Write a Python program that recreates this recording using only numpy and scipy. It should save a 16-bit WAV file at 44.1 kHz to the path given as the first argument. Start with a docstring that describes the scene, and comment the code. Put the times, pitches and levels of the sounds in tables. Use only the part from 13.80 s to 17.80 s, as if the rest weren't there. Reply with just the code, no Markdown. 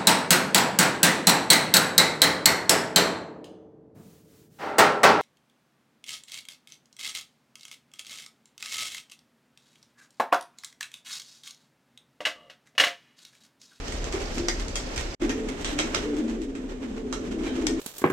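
"""A flock of pigeons, heard from inside their wooden loft on a stereo pair of microphones.
Flying birds, mostly to the right, clap their wings and swish through the air; feathers flick
close by, and all around plumage rustles and feet tick. A few near birds coo over a farther
chorus and the low rumble of the building. The sound breaks off for an instant;
after the break the cooing is louder."""
import sys
import numpy as np
from scipy import signal
from scipy.fft import rfft, irfft
from scipy.io import wavfile
from scipy.ndimage import uniform_filter1d

SR = 44100
rng = np.random.default_rng(int(sys.argv[2]) if len(sys.argv) > 2 else 0)


def output_pcm(signal):
    """Save a mono or channel-first signal as 16-bit PCM at the path in sys.argv[1].

    Samples are clipped to [-1, 1] before scaling.
    """
    pcm = np.clip(np.atleast_2d(signal).T, -1, 1) * 32767
    wavfile.write(sys.argv[1], SR, np.round(pcm).astype(np.int16))


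N = 176400
T = np.arange(N) / SR
HZ = np.maximum(np.arange(N + 1) * SR / (2 * N), 1)

# wing claps: start_s, level_db, tilt_db_per_octave, left_over_right_db, ring_hz, ring_db, room_send_db
CLAPS = [(0.6844, -13.5, -1, 2.5, 5100, 5.5, -3), (0.9562, -19.5, 1, 3, 3250, 3.5, 0.5),
         (1.494, -23, -1.5, 0.5, 2200, 5.5, 3), (1.846, -21, -1, -2, 3100, 6.5, 1),
         (1.9887, -14, -2, -1, 2920, 2.5, 1.5), (2.146, -13.5, -2, -2, 3520, 3, -3),
         (2.7515, -35.5, -3, 0.5, 7700, 4, 2), (3.3268, -23.5, -1.5, -0.5, 1140, 12, 1),
         (3.868, -14, 0, 4, 3600, 3.5, -5.5)]
# spectrum of claps and flicks: frequency_hz, level_db
CLAP_SPECTRUM = [(100, -9), (350, -5.5), (800, -1.5), (1300, -0.5), (2100, 1.5), (3300, -1.5), (4600, -1.5),
                 (6000, 3), (8000, -3.5), (12000, -4.5)]
# wing strokes through the air: start_s, length_s, level_db, tilt_db_per_octave
STROKES = [(0.1, 0.087, -40.5, 4), (0.327, 0.041, -32.5, 1), (0.396, 0.033, -33.5, 2),
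           (0.538, 0.037, -36, 5), (0.799, 0.013, -35.5, 3), (1.159, 0.065, -31.5, 2),
           (1.412, 0.047, -33, 0.5), (1.682, 0.018, -32, 3), (1.807, 0.024, -33, 3),
           (1.87, 0.073, -33, 1.5), (1.981, 0.0055, -22, 1.5), (2.362, .04, -38, 2),
           (2.475, 0.04, -38.5, 1), (2.607, 0.048, -45.5, 3.5), (2.888, 0.045, -43, -0.5),
           (3.018, 0.027, -40.5, -1), (3.159, 0.033, -42, -1), (3.508, 0.025, -36.5, 0.5),
           (3.629, 0.063, -37, 1), (3.75, 0.027, -36, 0.5), (3.811, 0.02, -34, 2)]
# spectrum of rubbing feathers: frequency_hz, level_db
FEATHER_SPECTRUM = [(100, 0), (350, 13), (750, 6), (1200, 4), (2200, 2), (3300, -1), (4600, -7), (6200, -5),
                    (8000, -9), (12000, -7)]
# flight feathers whirring on some strokes: centre_s, level_db, tilt_db_per_octave
WHIRRS = [(.42, -45.5, -13), (1.885, -42.5, 7), (3.682, -39, -2.5)]
# feather flicks close by: start_s, level_db
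FLICKS = [(0.0812, -26), (.1231, -27), (0.2422, -26), (0.325, -24.5), (0.5816, -22), (0.7969, -24.5),
          (0.8817, -25.5), (1.1611, -21), (1.178, -20), (2.618, -36)]
# near coos: start_s, length_s, first_pitch_hz, last_pitch_hz, level_db, roughness (0 is pure)
NEAR_COOS = [(0.332, 0.051, 391.6, 401, -26.5, 0.4), (0.545, 0.048, 330, 310, -32, 1.18),
             (0.575, 0.14, 341.5, 347, -32, 0.07), (1.417, 0.051, 337.7, 303, -25, 0.8),
             (1.552, .12, 438.7, 424.7, -34.5, 0.22), (1.535, 0.13, 266.6, 204.6, -36, 0.2),
             (1.665, 0.03, 270, 276, -35, 0.26), (1.923, 0.13, 288, 310.4, -33.5, 0.42),
             (2.25, 0.13, 431.3, 436.7, -32, 0.7), (2.251, 0.11, 295, 293, -32, 0.02),
             (2.371, 0.039, 306, 289, -26.5, .45), (2.418, 0.13, 310.6, 290.4, -35, 0.47),
             (2.396, 0.17, 227.6, 229.8, -30.5, 0.13), (2.56, 0.098, 400.4, 278.4, -35.5, 0.13),
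             (2.674, 0.1, 270.7, 274.3, -34.5, 0.04), (3.022, 0.11, 265.6, 200.5, -34, 0.07),
             (3.221, 0.073, 248.4, 248, -35, 0.3), (3.35, 0.278, 221.7, 214.2, -40.5, 0.71),
             (3.558, 0.12, 316.9, 335.6, -32.5, 0.48), (3.766, 0.043, 332, 320, -29, 0.3),
             (3.828, 0.055, 307, 313, -27.5, 0.3), (3.89, 0.091, 332, 324, -31.5, 0.44)]
# cooing farther off: time_s, level_db
CHORUS_LEVEL = [(0, -51), (.6, -38.5), (1.33, -45), (1.45, -27.5), (1.85, -37.5), (2.4, -31.5), (2.7, -35),
                (3.45, -33.5), (4, -28.5)]
# the flock's rustling: time_s, level_db
RUSTLE_LEVEL = [(0, -38), (.5, -35.5), (.9, -38), (1.33, -36), (1.62, -39.5), (1.9, -38), (2.2, -34.5),
                (2.45, -44), (2.7, -49.5), (2.95, -44), (3.25, -47), (3.45, -43), (3.7, -37.5), (4, -43)]
# rumble of the building: time_s, level_db
RUMBLE_LEVEL = [(0, -41), (.15, -35.5), (.9, -38.5), (2.15, -39.5), (2.7, -46), (3.15, -43), (3.35, -42.5),
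                (4, -39.5)]
# spectrum of the rumble: frequency_hz, level_db
RUMBLE_SPECTRUM = [(20, -7), (48, -2.5), (68, 0), (100, -7.5), (150, -9), (250, -14.5), (600, -12.5),
                   (1200, -31), (4000, -39)]
# deep drone: time_s, level_db
DRONE_LEVEL = [(0, -37), (.55, -33.5), (1.5, -36.5), (3.0, -43), (4, -41)]
# resonances of the loft: frequency_hz
LOFT_MODES = [1860, 2124, 3070, 3270, 3655, 3770]
# likeness of diffuse sound at the two microphones: frequency_hz, correlation (capped at 0.99 in use)
MIC_LIKENESS = [(30, 0.7), (130, 1.3), (300, 0.78), (550, 0.5), (1000, -0.05), (12000, -0.06)]
# stereo balance: frequency_hz, left_over_right_db
BALANCE = [(30, 0), (350, 1), (700, 1), (1400, -4.5), (2800, -5.5), (5500, -2), (8000, -2), (12000, 5.5)]
# microphone response: frequency_hz, gain_db
MIC_RESPONSE = [(20, -0.5), (7800, -2), (8900, -7.5), (9700, -36), (10800, -13.5), (12300, -20.5),
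                (14000, -37)]

LOFT_T60_S, LOFT_BASS_T60_S = 0.3, 0.5
FLICK_T60_S, GRAIN_DB, WING_RING_OCTAVES = 0.024, 3.5, 0.2
BREAK_S, RESUME_S = 1.351, 1.396


def wing_claps(snap_t60_s=0.0058, slap_delay_s=0.0018, tail_t60_s=0.059):
    """The wings meet over the back: a crack and a second slap just behind it, ringing in the feathers."""
    direct, sent, t = np.zeros((2, N)), np.zeros((2, N)), T[:4096]
    snap = from_db(-60 * t / snap_t60_s)
    slap = (t > slap_delay_s) * from_db(1 - 60 * (t - slap_delay_s) / snap_t60_s)
    crack = snap + slap + from_db(-10 - 60 * t / tail_t60_s)
    hz = np.maximum(np.arange(len(t) // 2 + 1) * SR / len(t), 1)
    for start_s, db, tilt_db, pan_db, ring_hz, ring_db, send_db in CLAPS:
        resonance = from_db(ring_db * bell(hz, ring_hz, WING_RING_OCTAVES))
        ringing = irfft(rfft(feather_noise(tilt_db, len(t))) * resonance)
        strength = np.sqrt(np.mean(crack ** 2) * np.mean(ringing ** 2))  # same energy whatever the grain
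        burst = strength * np.array([unit_rms(side * crack) for side in ringing])
        clap = burst * from_db([[db + pan_db / 2], [db - pan_db / 2]])
        add(direct, start_s, clap)
        add(sent, start_s, clap * from_db(send_db))
    echoes = loft(sent, room_db=1.5) - sent
    return colour(direct + echoes, CLAP_SPECTRUM)


def wing_strokes(rise_s=0.0055, fall_s=0.02):
    """Air rushes through the flight feathers on each downstroke."""
    out, t = np.zeros((2, N)), T[:8192]
    for start_s, length_s, db, tilt_db in STROKES:
        swell = ramp(t / rise_s) * ramp((length_s - t) / fall_s + .5)
        add(out, start_s, feather_noise(tilt_db, len(t)) * swell * from_db(db))
    return loft(colour(out, FEATHER_SPECTRUM), room_db=-5.5)


def feather_whirrs(pitch_hz=784, jitter=0.038, ring_hz=2880, width_s=0.013):
    """A flight feather flutters in the airstream: a brief scratchy buzz that rings in the vane."""
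    out, t, harmonic = np.zeros(N), T[:8192] - T[4096], np.arange(1, 6)[:, None]
    ring_db = 2.5 * bell(harmonic * pitch_hz, ring_hz, WING_RING_OCTAVES)
    swell = np.exp(-.5 * (t / width_s) ** 2)
    for centre_s, db, tilt_db in WHIRRS:
        phase = 2 * np.pi * np.cumsum(pitch_hz * (1 + jitter * drift(895, len(t)))) / SR
        partials = from_db(tilt_db * np.log2(harmonic) + ring_db) * np.sin(harmonic * phase)
        buzz = partials.sum(axis=0) * from_db(GRAIN_DB * drift(312, len(t)))
        add(out, centre_s + t[0], from_db(db) * unit_rms(buzz) * swell)
    return loft(out, room_db=1.5)


def feather_flicks(thump_hz=72.7, thump_db=-9):
    """Short snaps of feathers near the microphones, each with a soft thump of air pushed by the wing."""
    snaps, air, t = np.zeros((2, N)), np.zeros(N), T[:2048]
    thump = np.sin(2 * np.pi * thump_hz * t) * np.sin(np.pi * t / t[-1]) ** 2
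    for start_s, db in FLICKS:
        add(snaps, start_s, feather_noise(0, len(t)) * from_db(db - 60 * t / FLICK_T60_S))
        add(air, start_s, thump * from_db(db + thump_db))
    return air + loft(colour(snaps, CLAP_SPECTRUM), room_db=-0.5)


def feather_sizzle():
    """The bright hiss of feathers passing close to the microphones, up to the break."""
    hiss = filtered(rng.standard_normal((2, N)), bell(HZ, centre_hz=4920, octaves=0.33))
    return unit_rms(hiss) * from_db(-47 + GRAIN_DB * drift(120, N)) * (T < BREAK_S)


def feather_noise(tilt_db, size):
    """Grainy stereo noise of vanes rubbing, tilted by tilt_db per octave about 3 kHz."""
    grains = rng.standard_normal((2, size)) * from_db(GRAIN_DB * drift(895, size))
    octaves = np.log2(np.clip(np.arange(size // 2 + 1) * SR / size, 500, 8000) / 3000)
    return irfft(rfft(unit_rms(grains)) * from_db(tilt_db * octaves))


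def coo(length_s, first_hz, last_hz, roughness, roll_hz=28, attack_s=0.01, release_s=0.02):
    """A nearly pure gliding note from a closed beak; a rough one rolls, and its pitch arches and wanders."""
    t = T[:int((length_s + release_s / 2) * SR)]
    arch = np.sin(np.pi * t / t[-1]) - 2 / np.pi
    bend = 0.039 * arch + 0.151 * drift(149.9, len(t))
    pitch_hz = np.interp(t, [0, length_s], [first_hz, last_hz]) * (1 + roughness * bend)
    phase = running_phase(pitch_hz)
    voice = np.sin(phase) + from_db(-25) * np.sin(2 * phase) + from_db(-36) * np.sin(3 * phase)
    roll = 1 + roughness * np.sin(running_phase(roll_hz * (1 + 0.24 * drift(24.9, len(t)))))
    sag = from_db(-2 * arch)
    return unit_rms(voice * roll * sag) * ramp(t / attack_s) * ramp((t[-1] - t) / release_s)


def cooing(far_per_s=55, low_hz=210.54, high_hz=449.7, mean_length_s=0.16):
    """A few near birds over a chorus of farther, rougher ones, low and high voices in turn."""
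    near, far = np.zeros(N), np.zeros(N)
    for start_s, length_s, first_hz, last_hz, db, roughness in NEAR_COOS:
        add(near, start_s, from_db(db) * coo(length_s, first_hz, last_hz, roughness))
    draws = rng.random((int(far_per_s * N / SR), 5))
    for k, (delay, length, pitch, glide, rough) in enumerate(draws):
        hz = low_hz + (high_hz - low_hz) * (k * 2 % 5 + pitch) / 5  # hops among five registers
        slide = 0.15 * (.5 - glide)
        note = coo(mean_length_s * (.5 + length), hz * (1 + slide), hz * (1 - slide), .45 + .55 * rough)
        add(far, (k + delay) / far_per_s - mean_length_s / 2, note)
    near = loft(near, room_db=-4.5, t60_s=LOFT_BASS_T60_S)
    far = loft(far, room_db=6, t60_s=LOFT_BASS_T60_S)
    return near + level(CHORUS_LEVEL) * unit_rms(far)


def flock_rustle(ticks_per_s=100, tick_db=-11.5, flutter_db=2.5):
    """Birds shuffle all around the microphones: a fluttering hiss with ticks of feet and beaks."""
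    hiss = rng.standard_normal((2, N)) * from_db(flutter_db * drift(40, N))
    taps = (rng.random(N) < ticks_per_s / SR) * from_db(1.04 * np.minimum(rng.exponential(1, N), 3))
    decays = signal.lfilter([1], [1, -from_db(-60 / (FLICK_T60_S * SR))], taps + 1e-18)
    ticks = from_db(tick_db) * unit_rms(decays * rng.standard_normal((2, N)))
    return level(RUSTLE_LEVEL) * diffuse(colour(hiss + ticks, FEATHER_SPECTRUM))


def building_rumble():
    """The low, dull background of the building, with a deep wavering drone."""
    deep = filtered(rng.standard_normal(N), bell(HZ, centre_hz=34.2, octaves=0.18))
    drone = level(DRONE_LEVEL) * deep / np.sqrt(uniform_filter1d(deep ** 2, size=14000))
    rumble = diffuse(colour(rng.standard_normal((2, N)), RUMBLE_SPECTRUM))
    return drone + level(RUMBLE_LEVEL) * rumble


def loft(x, room_db, t60_s=LOFT_T60_S, early_t60_s=0.12, first_echo_s=0.0043, mode_width_hz=56):
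    """Direct sound plus dense early echoes off the boards and a longer tail, in which a few modes ring."""
    decay = (from_db(-60 * T / t60_s) + from_db(-3 - 60 * T / early_t60_s)) * (T > first_echo_s)
    echoes = diffuse(rng.standard_normal((2, N))) * decay / np.sqrt(np.sum(decay ** 2))
    peaks = sum(1 / (1 + 2j * (HZ - hz) / mode_width_hz) for hz in LOFT_MODES)
    modes = 1 + (from_db(6) - 1) * peaks
    return x + from_db(room_db) * filtered(x, rfft(echoes, 2 * N) * modes)


def diffuse(pair):
    """Two unrelated signals as a diffuse field at the microphones: alike in the bass only."""
    alike = np.clip(at_hz(MIC_LIKENESS), -.99, .99)
    mid = filtered(pair[0], np.sqrt((1 + alike) / 2))
    side = filtered(pair[1], np.sqrt((1 - alike) / 2))
    return np.array([mid + side, mid - side])


def from_db(db):
    """Decibels to gain."""
    return 10 ** (np.asarray(db) / 20)


def unit_rms(x):
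    """Scale to unit power."""
    return x / np.sqrt(np.mean(x ** 2) + 1e-20)


def ramp(x):
    """A linear fade, held between 0 and 1."""
    return np.clip(x, 0, 1)


def level(rows):
    """Gain along a level curve."""
    return from_db(np.interp(T, *np.transpose(rows)))


def at_hz(points):
    """A spectrum table on the frequency grid."""
    hz, value = np.transpose(points)
    return np.interp(np.log(HZ), np.log(hz), value)


def bell(hz, centre_hz, octaves):
    """A bell curve on the pitch axis, 1 on top."""
    return np.exp(-.5 * (np.log2(hz / centre_hz) / octaves) ** 2)


def filtered(x, gain):
    """Filter by a gain per frequency."""
    return irfft(rfft(x, 2 * N) * gain)[..., :N]


def colour(x, points):
    """Give white sound a spectrum and keep its power."""
    return filtered(x, unit_rms(from_db(at_hz(points))))


def drift(rate_hz, size):
    """A random wander around zero, with a spread of about 1."""
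    return np.interp(np.arange(size) / SR * rate_hz, np.arange(1024), rng.standard_normal(1024))


def running_phase(hz):
    """Phase of a changing frequency, from a random start."""
    return 2 * np.pi * (np.cumsum(hz) / SR + rng.random())


def add(out, start_s, x):
    """Mix a sound in at a time."""
    i = max(int(start_s * SR), 0)
    out[..., i:i + x.shape[-1]] += x[..., :max(N - i, 0)]


def scene():
    """The flock from inside the loft; the balance puts the wings mostly to the right."""
    mix = building_rumble() + flock_rustle() + feather_sizzle()
    mix = mix + wing_claps() + wing_strokes() + feather_whirrs() + feather_flicks() + cooing()
    return filtered(mix, from_db(at_hz(BALANCE) * np.array([[.5], [-.5]])))


def record(dry, fade_out_s=0.0032, fade_in_s=0.025, break_db=-48, stopband_hz=15500):
    """Dull microphones, a short break in the sound, and a cut top."""
    running = ramp((BREAK_S - T) / fade_out_s) + ramp((T - RESUME_S) / fade_in_s)
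    heard = filtered(dry, from_db(at_hz(MIC_RESPONSE))) * np.maximum(running, from_db(break_db))
    return signal.sosfilt(signal.cheby2(12, 70, stopband_hz, fs=SR, output="sos"), heard)


dry = scene()
out = record(dry)
output_pcm(out)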